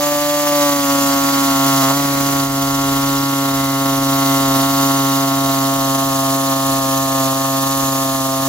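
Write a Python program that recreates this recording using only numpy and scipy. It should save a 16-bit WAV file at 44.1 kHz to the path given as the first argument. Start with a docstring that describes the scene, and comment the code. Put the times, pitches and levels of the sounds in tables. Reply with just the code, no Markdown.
"""A garage, stereo microphone at arm's length from a small pneumatic saw cutting a plastic car bumper.
The piston shakes tool and panel some 137 times a second and slows as the blade bites. The blade knocks
the panel once a stroke and rasps in the cut; spent air hisses out on both strokes and changes colour
as the tool turns along the curve. The loose bumper wobbles underneath. Just before 2 s the blade
binds, chatters and snaps free; around 4 s it is pinched and squeals twice."""
import sys
import numpy as np
from scipy import signal
from scipy.fft import rfft, irfft
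from scipy.io import wavfile
from scipy.ndimage import uniform_filter1d, map_coordinates

SR = 44100
rng = np.random.default_rng(int(sys.argv[2]) if len(sys.argv) > 2 else 0)


def wav_out(sig):
    """Save sig, one row per channel (or a flat mono array), as 16-bit PCM at SR to the path in sys.argv[1]."""
    wavfile.write(sys.argv[1], SR, np.round(np.clip(np.atleast_2d(sig).T, -1, 1) * 32767).astype(np.int16))


N = 373968
TIME = np.arange(N) / SR
SIDES = np.array([[1], [-1]])  # left, right

# the blade snags and the panel chatters: t/s, jump/strokes, chatter level/dB
SNAGS = [(1.83, -.015, -21), (1.902, .015, -23), (1.917, -.01, -22)]


def undb(db):
    """Decibels to gain."""
    return 10 ** (np.asarray(db) / 20)


def unit(x):
    """Scale to rms 1."""
    return x / np.sqrt(np.mean(x ** 2))


def curves(table):
    """Each column of a time table, sample by sample."""
    s, *columns = np.transpose(table)
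    return [np.interp(TIME, s, c) for c in columns]


def per_bin(table):
    """Each column of a frequency table, on the bins of a whole-length transform."""
    hz, *columns = np.transpose(table)
    bins = np.maximum(np.arange(N // 2 + 1), 1) * SR / N
    return [np.interp(np.log(bins), np.log(hz), c) for c in columns]


def colour(x, spectrum, column=0):
    """Causal filter shaped by (f/Hz, level/dB) rows, output at rms 1: it rings only after a blow."""
    cepstrum = irfft(np.log(undb(per_bin(spectrum)[column])), N)
    response = np.exp(rfft(2 * cepstrum[:N // 2], N) - cepstrum[0])
    return unit(irfft(rfft(x) * response, N))


def walk(rate):
    """Smooth, bounded random wander with spread 1, changing about rate times a second."""
    points = rng.uniform(-1, 1, N // 20)
    return unit(map_coordinates(points, [TIME * rate], order=3, mode="wrap"))


def tremble(rate):
    """A quick wander with its slow drift taken out."""
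    x = walk(rate)
    return unit(x - uniform_filter1d(x, int(2 * SR / rate)))


def swell(s, length_s):
    """A rounded, flat-topped bump from 0 to 1 and back, centred on s."""
    return np.exp(-(2 * (TIME - s) / length_s) ** 4)


def blend(a, b, share):
    """Fade from a to b."""
    share = np.clip(share, 0, 1)
    return (1 - share) * a + share * b


def pan(db):
    """Left and right gains for a level difference, left minus right."""
    return undb(SIDES * db / 2)


def puff(strokes, start, rise, fall):
    """A quick swell and slower fall once a stroke; all times in strokes."""
    age = (strokes - start) % 1
    shape = (1 - np.exp(-age / rise)) * np.exp(-age / fall)
    return shape / shape.max()


def contact(light, biting, turned, bite, turn):
    """The panel's answer shifts as the blade bites, and again in the second half of the turn."""
    return blend(light, blend(biting, turned, 2 * turn - 1), bite)


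def piston(sag_hz, wander_strokes=0.0035, labour_hz=0.18):
    """Strokes counted so far: the free piston wanders, labours under load and jumps at each snag."""
    # piston speed under load: t/s, stroke rate/Hz
    speed = [(0.0, 145.7), (0.4, 146.7), (0.64, 144.1), (0.87, 139.5), (1.87, 136.8), (1.96, 139.9),
             (2.5, 137.6), (3.24, 138.2), (3.68, 136.8), (4.23, 137.0), (4.58, 136.3), (4.72, 137.3),
             (6.35, 135.6), (6.61, 135.7), (7.3, 134.6), (7.77, 136), (8.24, 134.1), (8.48, 135.2)]
    hz = curves(speed)[0] - sag_hz
    jumps = sum(jump * np.clip((TIME - s) * hz, 0, 1) for s, jump, _ in SNAGS)
    return np.cumsum(hz + labour_hz * tremble(7)) / SR + wander_strokes * walk(30) + jumps


def hum(strokes, force_db, bind_db, bite, turn, flutter_db=0.2348, rough_db=0.47):
    """The piston's recoil swings the panel at partials 1-3; each knock flexes it at partials 4 and 5."""
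    # panel hum, a row per multiple of the stroke rate: level/dB barely touching, biting, at the turn's
    # end; share of the force's changes followed/0-1, left minus right at full bite/dB, waver/dB
    partials = [(-38.5, -32.5, -35.5, 0.34, -2, 0.57), (-25, -18, -22, .85, -.5, 0.3),
                (-56, -43.5, -50, 0.2, -.7, 1.8), (-18, -33.5, -30.5, 1, 6.5, 1),
                (-36, -27, -25, 0.8, -2, 0.86)]
    # the fifth partial fades for a moment: t/s, length/s, change/dB
    hollows = [(1.38, 0.15, -7), (3.15, 0.47, -5.5), (5.07, 0.22, -4.5), (7.8, 0.43, -3.5)]
    swing_lag, flex_lag = 0.43, 0.059  # strokes behind the knock
    # the saw settles against the panel and pushes it one-sidedly, lifting partials 1 and 3
    seat_s, seat_takes_s, seat_db = 1.61, 0.14, 7.5
    seated_db = seat_db * np.clip((TIME - seat_s) / seat_takes_s + .5, 0, 1)
    hollow_db = sum(db * swell(s, length_s) for s, length_s, db in hollows)
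    extra_db = {1: seated_db, 3: seated_db, 5: hollow_db + bind_db}
    uneven = undb(rough_db * bite * tremble(90))  # in the cut, no two knocks flex it alike
    out = 0
    for k, (light, biting, turned, follows, pan_db, waver_db) in enumerate(partials, 1):
        db = contact(light, biting, turned, bite, turn) + extra_db.get(k, 0)
        db += follows * (force_db - force_db.mean())
        db += waver_db * walk(13)
        db += flutter_db * k * bite * tremble(72)  # higher partials feel the contact more
        push, lag = (1, swing_lag) if k <= 3 else (-uneven, flex_lag)
        tone = np.sqrt(2) * np.cos(2 * np.pi * k * (strokes - lag))
        out = out + pan(pan_db * bite) * undb(db) * push * tone
    return out


def knocks(strokes, bite, turn, jitter_s=7e-6, scatter_db=1.0):
    """Once a stroke the blade hits the end of its travel and knocks the panel, never twice alike."""
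    # the panel's answer to a knock: f/Hz, level/dB barely touching, biting, at the turn's end
    panel_response = [(716, 13.5, 5, 7.5), (970, -11, -4.5, -5), (1107, -3, 1, 4), (1243, 1.5, -6, -1.5),
                      (1380, -22.5, -2.5, -10.5), (1477, -13, -12, -16.5), (1743, -15.5, -22, -20),
                      (1750, -8, -11, -7), (1950, -13, -17.5, -27.5), (1954, -16, -8, -34),
                      (2280, -16, -25, -31), (2750, -13.5, -11.5, -11.5), (3900, -19, -19, -19),
                      (5060, -43, -26.5, -25), (9000, -65, -39, -34)]
    # the wide panel as it reaches the two microphone ports: f/Hz, left minus right/dB, left lead/rad
    ports = [(820, -1, 1.8), (955, -2.5, .6), (1095, 3.5, .4), (1230, 2.5, .8), (1370, 1, .4),
             (1700, 1.5, 1.7), (2050, -3, .9), (2700, 0, 2.5), (3700, -2, 1.5)]
    count = np.arange(1, int(strokes[-1]))
    chance = rng.standard_normal((len(count), 2))
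    place = SR * (np.interp(count, strokes, TIME) + jitter_s * chance[:, 0])
    taps = place.astype(int)[:, None] + np.arange(-8, 9)  # a knock may land between samples
    blows = np.sinc(taps - place[:, None]) * undb(scatter_db * chance[:, 1:])
    pulses = np.bincount(np.clip(taps, 0, N - 1).ravel(), blows.ravel(), N)
    # below the sixth partial the panel moves as a whole and hums instead
    pulses = signal.sosfiltfilt(signal.butter(16, 765, "high", fs=SR, output="sos"), pulses)
    light, biting, turned = (colour(pulses, panel_response, column) for column in range(3))
    panel = contact(light, biting, turned, bite, turn)
    side_db, lead = per_bin(ports)
    return irfft(rfft(panel) * pan(side_db) * np.exp(1j * SIDES * lead / 2), N)


def housing(x, late_s=.0035):
    """Higher partials linger longer in the saw's metal housing: each knock ends in a short zing."""
    hz = np.arange(N // 2 + 1) * SR / N
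    delay_s = late_s * np.clip((hz - 1550) / 1100, 0, 3)
    phase = 2 * np.pi * np.cumsum(delay_s) * SR / N
    return irfft(rfft(x) * np.exp(-1j * phase), N)


def rasp(strokes, steady=1.0, patchy_db=1.3):
    """Teeth scrape, hardest after each knock, and the loose panel rattles."""
    # scraping teeth and rattling panel: f/Hz, level/dB
    spectrum = [(40, -24), (100, -18), (160, -6.5), (240, 0.5), (310, 2.5), (410, -10), (560, -6.5),
                (700, -5.5), (900, -10.5), (1150, -5), (1600, -7), (2200, -7), (3000, -17.5), (5000, -34)]
    scrape = steady + puff(strokes, start=0, rise=0.093, fall=1.0)
    drive = scrape * undb(patchy_db * walk(31))
    mid, side = colour(drive * rng.standard_normal((2, N)), spectrum)
    return mid + side * SIDES


def exhaust(strokes, turn, leak=0.75, return_puff=0.77, grit_db=1.33, flicker_db=0.55, direct=0.57):
    """Air leaks steadily and bursts out at both stroke ends; part comes direct, part off the car."""
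    # the exhaust jet at the start, middle and end of the turn: f/Hz, level/dB
    jet_start = [(1410, -32), (2400, -12), (2700, -1), (2920, -5.5), (3250, -0.5), (4070, -8.5),
                 (4440, -1.5), (5730, -5), (6250, 1), (7240, -0.5), (7650, -9.5), (8730, -8), (12100, -6.5),
                 (13100, -6.5), (15400, -6.5)]
    jet_middle = [(1410, -42), (2400, -26), (2800, -7), (3490, -7), (3740, -2), (5470, -5.5), (6060, -2),
                  (6600, -4.5), (7190, -2.5), (8870, -17), (9810, -6), (10600, -7.5), (12000, -3.5),
                  (13800, -8), (15400, -5.5)]
    jet_end = [(1410, -34), (2400, -14), (3770, -4.5), (4370, -3.5), (4800, -5), (5650, -5.5), (6700, 1.5),
               (7300, -7), (8270, -8), (8930, -17.5), (10000, -0.5), (11100, -10), (12500, -1.5),
               (13500, -7), (15400, -8)]
    flow = leak + puff(strokes, start=0.542, rise=0.024, fall=0.071)
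    flow += return_puff * puff(strokes, start=0.055, rise=0.13, fall=0.11)
    gusts = undb(grit_db * walk(1800) + flicker_db * tremble(40))
    jet = rng.standard_normal((3, N)) * flow * gusts
    start, middle, end = (colour(jet, shape) for shape in (jet_start, jet_middle, jet_end))
    air = blend(start, blend(middle, end, 2 * turn - 1), 2 * turn)
    # the direct part reaches the left port a quarter cycle early
    straight = np.array([air[0], signal.hilbert(air[0]).imag])
    scattered = air[1:]
    return pan(-2.6) * (np.sqrt(direct) * straight + np.sqrt(1 - direct) * scattered)


def bounces(x, turn, gain=0.28, shift_s=0.000227):
    """Echoes off bumper, hands and floor comb the hiss; their paths change as the tool turns."""
    out = x
    for delay_s, direction in [(.0017, 1), (.0033, -1), (.0071, 1)]:
        earlier = TIME - delay_s - direction * shift_s * turn
        echo = np.array([map_coordinates(side, [earlier * SR], order=3) for side in x])
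        out = out + gain * echo
    return out / np.sqrt(1 + 3 * gain ** 2)


def wobble(bite, free_db=-49, bite_db=6.5, uneven_db=2.5, width=0.4, pan_db=6.0):
    """The loose bumper wobbles on its mounts: a low, uneven rumble, stronger when the blade bites."""
    # the bumper shudders harder now and then: t/s, length/s, rise/dB
    shudders = [(2.599, 1.0, 8), (4.67, .4, 5), (8.35, 0.6, 1)]
    rumble = [(10, -30), (28, -11), (42, -4), (80, -3.5), (110, -6.5), (170, -25.5)]  # f/Hz, level/dB
    mid, side = colour(rng.standard_normal((2, N)), rumble)
    shudder_db = sum(db * swell(s, length_s) for s, length_s, db in shudders)
    db = free_db + bite_db * bite + shudder_db + uneven_db * walk(7.6)
    return pan(pan_db) * undb(db) * (mid + width * side * SIDES)


def chatter(strokes, length_s=0.0087):
    """At a snag the cut edge slaps against the blade for a few strokes."""
    edge = [(380, -30), (550, 7), (1300, 5), (1700, -16), (2200, -9), (4000, -42)]  # f/Hz, level/dB
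    burst = sum(undb(db) * np.exp(-((TIME - s) / length_s) ** 2) for s, _, db in SNAGS)
    slaps = puff(strokes, start=0, rise=0.033, fall=0.19) * rng.standard_normal(N)
    return burst * colour(slaps, edge)


def squeal(blows, resonance_hz=(2000, 2110)):
    """The pinched blade rings on the partial of the knocks that meets its own resonance."""
    # the blade is pinched: t/s, length/s, level/dB
    pinches = [(3.664, .19, -44), (4.301, 0.18, -44)]
    band = signal.butter(2, resonance_hz, "band", fs=SR, output="sos")
    envelope = sum(undb(db) * swell(s, length_s) for s, length_s, db in pinches)
    return envelope * unit(signal.sosfiltfilt(band, blows))


def scene():
    """One piston drives hum, knocks, rasp and exhaust; the hand's uneven pressure sways them together."""
    # how hard the saw works: t/s, stroke force/dB, air flow/dB
    effort = [(0.0, -21, -23.5), (0.42, -21.5, -24.5), (0.64, -17.5, -22.5), (0.8, -20.5, -24),
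              (0.92, -18.5, -22.5), (1.23, -19.5, -23), (1.87, -20.5, -22), (1.94, -21.5, -24.5),
              (2.43, -22, -25), (2.48, -26, -29.5), (2.62, -22.5, -26), (4.01, -21.5, -26),
              (4.25, -20, -24), (4.84, -20, -23.5), (5.24, -21.5, -25.5), (7.13, -21.5, -26),
              (7.68, -22.5, -26), (8.48, -22.5, -26.5)]
    # how the saw sits in the panel: t/s, bite/0-1, rasp level/dB, turn along the curved cut/0-1
    grip = [(0, 0.06, -34.5, 0.3), (.45, 0.15, -36, 0.23), (.65, 0.29, -36, 0.36), (.9, 0.65, -34, .11),
            (1.3, 0.75, -29.5, 0.35), (1.6, 1, -33, 0.33), (1.85, 0.75, -35.5, 0.32),
            (2.2, 0.67, -30.5, 0.4), (2.5, 0.87, -38.5, 0.3), (3.1, 0.84, -36.5, .42),
            (3.8, 0.82, -38.5, 0.53), (4.5, 0.91, -34.5, 0.58), (5.3, 0.96, -36.5, 0.63),
            (6.1, 0.96, -37.5, .86), (7, 0.96, -36, 0.99), (8.48, 0.91, -38, 0.96)]
    force_db, flow_db = curves(effort)
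    bite, rasp_db, turn = curves(grip)
    knock_db, hiss_db = 1, 4  # knocks over the force, hiss over the flow
    # the blade binds ever harder, then snaps free
    bind_s, free_s, release_s = 1.57, 1.932, .012
    tightening = np.clip((TIME - bind_s) / (free_s - bind_s), 0, 1)
    bind = tightening * np.clip((free_s - TIME) / release_s, 0, 1)
    bind_db = 3 * bind
    strokes = piston(sag_hz=1.0 * bind)
    blows = housing(knocks(strokes, bite, turn))
    blade = undb(force_db + bind_db + knock_db) * blows + undb(rasp_db) * rasp(strokes) + squeal(blows)
    surge_db, judder_db = .42 * walk(12), .58 * tremble(72)  # the hand's pressure, slow and quick
    panel = undb(judder_db) * (hum(strokes, force_db, bind_db, bite, turn) + blade + chatter(strokes))
    hiss = undb(flow_db + hiss_db + .5 * judder_db) * exhaust(strokes, turn)
    return undb(surge_db) * (panel + bounces(hiss, turn)) + wobble(bite)


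def record(dry):
    """The recorder cuts the top steeply."""
    top_hz = 15800
    return signal.sosfilt(signal.ellip(12, .1, 80, top_hz, fs=SR, output="sos"), dry)


dry = scene()
out = record(dry)
wav_out(out)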